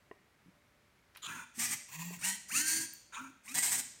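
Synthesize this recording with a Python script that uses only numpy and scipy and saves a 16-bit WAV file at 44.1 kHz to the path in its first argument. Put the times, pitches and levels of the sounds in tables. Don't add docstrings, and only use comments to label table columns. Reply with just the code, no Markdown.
import sys
import numpy as np
from scipy import signal
from scipy.fft import rfft, irfft
from scipy.io import wavfile
from scipy.ndimage import uniform_filter1d, map_coordinates

SR = 44100
rng = np.random.default_rng(int(sys.argv[2]) if len(sys.argv) > 2 else 0)


def attenuation_scalar(level_db):
    decades = np.asarray(level_db, float) / 20
    return 10 ** decades


def waveform_to_disk(signal):
    frames = np.transpose(np.atleast_2d(signal))
    scaled = np.clip(frames, -1, 1) * 32767
    samples = np.round(scaled).astype(np.int16)
    wavfile.write(sys.argv[1], SR, samples)


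N = 176400

# (frequency [Hz], relative density [dB per Hz])
AIR_SPECTRUM = [(20, -34), (53, -3.5), (174, -6), (554, -14.5), (2250, -13), (2740, -19), (16000, -33)]
AIR_DB = -69.5
# (frequency [Hz], typical rms level [dB])
APPLIANCE_TONES = [(589, -87)]
# (frequency [Hz], time [s])
ROOM_DECAY = [(150, 0.66), (1000, 0.45), (5000, 0.81), (9000, 0.51), (15000, 0.32)]
ARM_ROOM_DB, TABLE_ROOM_DB = -9.5, -11.5

# (time [s], peak level [dB])
BLOCK_TAPS = [(.1125, -38)]
# (frequency [Hz], relative level [dB], time to fall 60 dB [s])
BLOCK_MODES = [(418, 7.5, 0.023), (652, 3, 0.019), (1030, -2, 0.039), (1883, 1, 0.022), (2780, -7, 0.014)]
# (time [s], peak level [dB], lower pitch [Hz])
TABLE_THUDS = [(0.46, -53.5, 172), (0.483, -52.5, 184), (2.106, -47, 402)]
THUD_CYCLES = 8.2
# (time [s], level before onset and decay [dB], centre [Hz], time to fall 60 dB [s],
# width [octaves])
JOINT_CLICKS = [(1.149, -56, 2440, 0.076, 0.94), (1.159, -42, 1670, 0.021, 0.63),
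                (1.169, -48.5, 11600, 0.031, 0.28), (1.171, -51, 1940, 0.078, 1),
                (2.9356, -38, 13700, 0.017, .14), (3.478, -44.5, 2250, 0.08, .2)]

# (time [s], gear rattle level [dB], shaft hum level [dB])
BURST_LEVELS = [
    [(1.235, -49, -88), (1.29, -46, -52.5), (1.40, -50, -58), (1.455, -53.5, -73)],
    [(1.535, -60, -99), (1.582, -52.5, -48.5), (1.598, -34, -53.5), (1.745, -37, -49.5), (1.765, -55, -49)],
    [(1.88, -57, -79), (1.92, -48, -63.5), (2.0, -46.5, -45.5), (2.13, -45.5, -48), (2.165, -46, -73),
     (2.18, -60, -38)],
    [(2.185, -51.5, -53), (2.24, -36, -53), (2.31, -36, -53), (2.37, -48.5, -61)],
    [(2.48, -51, -93), (2.52, -35, -54), (2.59, -32.5, -48), (2.68, -34.5, -56.5), (2.79, -34, -47),
     (2.865, -45.5, -56.5)],
    [(3.12, -52.5, -98), (3.17, -45.5, -73), (3.215, -50.5, -47), (3.29, -59, -65), (3.31, -89, -49)],
    [(3.43, -67, -90), (3.48, -50.5, -63), (3.52, -47.5, -50), (3.548, -65, -63)],
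    [(3.537, -37.5, -58), (3.575, -28.5, -50.5), (3.62, -34.5, -58), (3.67, -28.5, -59.5), (3.80, -37, -50),
     (3.82, -50, -52)],
]
# (servo index, time the spin-up counts from [s], nominal top shaft speed [Hz],
# spin-up time constant [s])
BURST_MOTORS = [(0, 1.232, 288, .033), (1, 1.52, 235, .02), (2, 1.85, 168, .045), (1, 2.203, 194, .017),
                (3, 2.478, 311, .046), (0, 3.117, 265, .031), (1, 3.43, 272, .03), (4, 3.52, 194, .015)]
# (whine relative to rattle [dB], share of rumble in the hum's power [0 to 1])
BURST_VOICES = [(-1.5, 1), (-21, 0.89), (-16, 0.0094), (-9, 0.1), (-8.5, 0.53), (-3, 0.077), (-5.5, 0.064),
                (-20.5, 0.94)]
EDGE_S = 0.0082
# (frequency [Hz], relative density [dB per Hz])
SERVO_CASES = [
    [(773, -23), (1000, 1.5), (1210, -12), (1440, 2), (2100, -17), (2390, -4.5), (3500, -30), (4660, -33),
     (6800, -9.5), (7640, -26), (9300, -14), (10500, -66), (16000, -26)],
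    [(400, -42.5), (831, -10), (1130, -19.5), (1930, -3), (3750, -14.5), (6140, -4.5), (8960, -2),
     (10700, -15), (13500, -12), (16000, -19)],
    [(640, -17.5), (1000, 0), (1340, -19.5), (1870, -3), (2630, 0), (3200, -11.5), (5800, -12),
     (6900, -1.5), (10400, -14), (16000, -6.5)],
    [(500, -71), (919, -14.5), (1210, -20.5), (1700, -6), (3200, -15.5), (3700, -19), (4470, -4.5),
     (5470, -12), (6100, -0.5), (6500, 1), (7000, -1), (8200, -3.5), (8830, 0.5), (10300, -13),
     (13500, -11), (16000, -20)],
    [(500, -26), (868, -11), (1320, -17.5), (1930, -7), (3200, -16.5), (5390, -11.5), (8300, -0.5),
     (10500, -16), (13600, -14), (16000, -22)],
]
# (multiple of shaft speed, relative level [dB])
GEAR_WHINES = [
    [(5, -2), (12, -5)],
    [(5, -5), (10, -2), (16, 6), (22, 1)],
    [(11, -1.5)],
    [(5, -5), (10, 1), (14, 2), (22, 5), (27, 5)],
    [],
]
# (frequency [Hz], gain [dB])
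CASE_GAIN = [(700, -16), (1400, 0), (2650, -1), (3200, -18), (4400, -13)]
SPEED_FLUTTER = [.012, .022, .006, .003, .03]
# (frequency [Hz], relative density [dB per Hz])
RUMBLE_SPECTRUM = [(45, -44), (80, -11.5), (240, -2.5), (330, -10.5), (450, -24.5)]
# (time [s], level [dB])
BITE_LEVELS = [
    [(1.215, -56.5), (1.247, -38.5), (1.268, -42.5), (1.285, -92)],
    [(3.12, -68), (3.15, -49.5), (3.2, -67)],
]
# (frequency [Hz], relative density [dB per Hz])
BITE_SPECTRUM = [(700, -57), (1030, 0.5), (1250, -4.5), (2400, -12.5), (3550, 3.5), (5350, -25.5),
                 (6970, 2.5), (7700, -11), (16000, -29.5)]
# (time the spin-up counts from [s], heard from [s],
# heard until [s], nominal top shaft speed [Hz], spin-up time constant [s], level [dB])
BRIEF_WHINES = [(1.235, 1.275, 1.345, 347, .03, -47.5), (3.13, 3.172, 3.225, 292, .025, -47),
                (3.52, 3.545, 3.62, 392, .012, -47)]

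CREEP_PER_S = 0.15
BLUR_TURNS = 0.007
HUM_WAVER_DB, TONE_WAVER_DB = 1, 3.5
STEEP_MULTIPLE = 14
TEETH = 10
TOOTH_SCATTER = 0.6
TOOTH_DB, TURN_DB, LUMP_DB = 3.5, 1, 1
HIGH_TOOTH_DB = -8
HISS_SHARE = 0.67
RIPPLE_DB, FLEX_PER_S = 3.5, 30


def unit(x):
    return x / np.sqrt(np.mean(x ** 2) + 1e-20)


def along(points, hz):
    f, v = np.transpose(points)
    return np.interp(np.log(hz + 1), np.log(f + 1), v)


def wobble(rate, n):
    knots = rng.standard_normal(int(n * rate / SR) + 4)
    return map_coordinates(knots, [np.arange(n) * rate / SR])


def coloured(x, points, ripple_db=0):
    m = 4096
    ripple = ripple_db * unit(uniform_filter1d(rng.standard_normal(m // 2 + 1), size=7))
    gain = attenuation_scalar(along(points, np.fft.rfftfreq(m, 1 / SR)) + ripple)
    cepstrum = irfft(np.log(gain + 1e-6), m)
    cepstrum[1:m // 2] *= 2
    cepstrum[m // 2 + 1:] = 0
    response = irfft(np.exp(rfft(cepstrum)), m)
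    return signal.fftconvolve(x, response)[:len(x)]


def add(track, s, x):
    part = track[round(s * SR):][:len(x)]
    part += x[:len(part)]


def burst(rows):
    s, *columns = np.transpose(rows)
    t = np.arange(round((s[-1] - s[0]) * SR)) / SR
    edges = np.clip(np.minimum(t, t[-1] - t) / EDGE_S, 0, 1)
    return t, edges, *[np.interp(t + s[0], s, c) for c in columns]


def air():
    t = np.arange(N) / SR
    tones = np.zeros(N)
    for hz, db in APPLIANCE_TONES:
        level = attenuation_scalar(db + 5.15 * wobble(11.0, N))
        tones += level * np.sqrt(2) * np.sin(2 * np.pi * hz * t)
    noise = unit(coloured(rng.standard_normal(N), AIR_SPECTRUM))
    return attenuation_scalar(AIR_DB + 0.48 * wobble(5.94, N)) * noise + tones


def room(x):
    hz, t, z = signal.stft(rng.standard_normal(SR), SR, nperseg=256)
    decay = attenuation_scalar(-60 * t / along(ROOM_DECAY, hz)[:, None])
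    tail = signal.istft(z * decay, SR, nperseg=256)[1]
    delayed = np.pad(x, (300, 0))
    return signal.fftconvolve(delayed, tail / np.linalg.norm(tail))[:N]


def blows(events, modes, attack_s):
    out, t = np.zeros(N), np.arange(SR // 4) / SR
    for s, db in events:
        ring = sum(attenuation_scalar(level - 60 * t / t60) * np.sin(2 * np.pi * hz * t) for hz, level, t60 in modes)
        ring = ring * (1 - np.exp(-t / attack_s))
        add(out, s, attenuation_scalar(db) * ring / np.abs(ring).max())
    return out


def table_thuds():
    out = np.zeros(N)
    for s, db, hz in TABLE_THUDS:
        t60 = THUD_CYCLES / hz
        out += blows([(s, db)], [(hz, 0, t60), (1.514 * hz, -6, t60)], attack_s=0.0027)
    return out


def wooden_block():
    return blows(BLOCK_TAPS, BLOCK_MODES, attack_s=0.00087)


def clicks():
    out, t = np.zeros(N), np.arange(SR // 16) / SR
    for s, db, hz, t60, octaves in JOINT_CLICKS:
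        band = [(hz * 2 ** (k * octaves), -15 * (abs(k) - 1)) for k in (-3, -1, 1, 3)]
        noise = unit(coloured(rng.standard_normal(len(t)), band))
        onset = 1 - np.exp(-t / 0.00067)
        add(out, s, attenuation_scalar(db - 60 * t / t60) * onset * noise)
    return out


def turning(t, top_hz, spin_s, flutter=SPEED_FLUTTER[0]):
    spin_up = top_hz * (1 - np.exp(-t / spin_s))
    hz = spin_up * (1 + CREEP_PER_S * t + flutter * wobble(60, len(t)))
    return np.cumsum(hz) / SR


def tone(turns, order):
    n = len(turns)
    waver_db = HUM_WAVER_DB if order == 1 else TONE_WAVER_DB
    level = np.sqrt(2) * attenuation_scalar(waver_db * wobble(44.0, n))
    cycles = order * (turns + BLUR_TURNS * wobble(300, n)) + rng.random()
    return level * np.sin(2 * np.pi * cycles)


def rattle(turns, case):
    n = len(turns)
    teeth_passed = np.floor(TEETH * turns + TOOTH_SCATTER * wobble(2500, n))
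    hits = np.flatnonzero(np.diff(teeth_passed) > 0)
    strengths = attenuation_scalar(TOOTH_DB * rng.standard_normal(n)) * rng.choice([-1, 1], n)
    knocks = np.zeros(n)
    knocks[hits] = strengths[hits]
    drive = np.sqrt(1 - HISS_SHARE) * unit(knocks) + np.sqrt(HISS_SHARE) * rng.standard_normal(n)
    high_tooth = unit(np.diff(np.floor(turns), prepend=0))
    drive = drive + attenuation_scalar(HIGH_TOOTH_DB) * high_tooth
    drive = drive * attenuation_scalar(TURN_DB * np.cos(2 * np.pi * turns) + LUMP_DB * wobble(90.8, n))
    flex = wobble(FLEX_PER_S, n)
    one = coloured(drive * np.cos(flex), case, RIPPLE_DB)
    other = coloured(drive * np.sin(flex), case, RIPPLE_DB)
    return unit(one + other)


def gear_whine(turns, hz, top_hz, servo):
    whine = np.zeros(len(turns))
    for multiple, db in GEAR_WHINES[servo]:
        speed_gain = (hz / top_hz) ** ((multiple / STEEP_MULTIPLE) ** 2)
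        level = attenuation_scalar(db + along(CASE_GAIN, multiple * hz))
        whine += level * speed_gain * tone(turns, order=round(multiple))
    return whine


def shaft_hum(turns, hz, top_hz, rough):
    shake = unit(coloured(rng.standard_normal(len(turns)), RUMBLE_SPECTRUM))
    pure = (hz / top_hz) ** 2 * tone(turns, order=1)
    return np.sqrt(1 - rough) * pure + np.sqrt(rough) * shake


def gear_bites():
    out = np.zeros(N)
    for rows in BITE_LEVELS:
        t, edges, db = burst(rows)
        turns = turning(t + 0.013, top_hz=280, spin_s=0.034)
        add(out, rows[0][0], edges * attenuation_scalar(db) * rattle(turns, BITE_SPECTRUM))
    return out


def brief_whines():
    out = np.zeros(N)
    for on, start, stop, top_hz, spin_s, db in BRIEF_WHINES:
        t = np.arange(round((stop - start) * SR)) / SR
        swell = np.sqrt(np.abs(np.sin(np.pi * t / t[-1])))
        turns = turning(t + start - on, top_hz, spin_s)
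        add(out, start, attenuation_scalar(db) * swell * tone(turns, order=5))
    return out


def servos():
    out = np.zeros(N)
    for rows, motor, (whine_db, rough) in zip(BURST_LEVELS, BURST_MOTORS, BURST_VOICES):
        servo, on, top_hz, spin_s = motor
        start = rows[0][0]
        t, edges, rattle_db, hum_db = burst(rows)
        since_on = np.abs(t + start - on)
        turns = turning(since_on, top_hz, spin_s, SPEED_FLUTTER[servo])
        hz = np.gradient(turns) * SR
        whine = gear_whine(turns, hz, top_hz, servo)
        gears = rattle(turns, SERVO_CASES[servo]) + attenuation_scalar(whine_db) * whine
        hum = shaft_hum(turns, hz, top_hz, rough)
        add(out, start, edges * (attenuation_scalar(rattle_db) * gears + attenuation_scalar(hum_db) * hum))
    return out + gear_bites() + brief_whines()


def scene():
    table = wooden_block() + table_thuds()
    arm = clicks() + servos()
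    echoes = room(attenuation_scalar(ARM_ROOM_DB) * arm + attenuation_scalar(TABLE_ROOM_DB) * table)
    return (arm + table + echoes + air())[None]


def low_pass(x):
    return signal.sosfilt(signal.butter(12, 15850, fs=SR, output="sos"), x)


def record(dry):
    return low_pass(dry)


dry = scene()
out = record(dry)
waveform_to_disk(out)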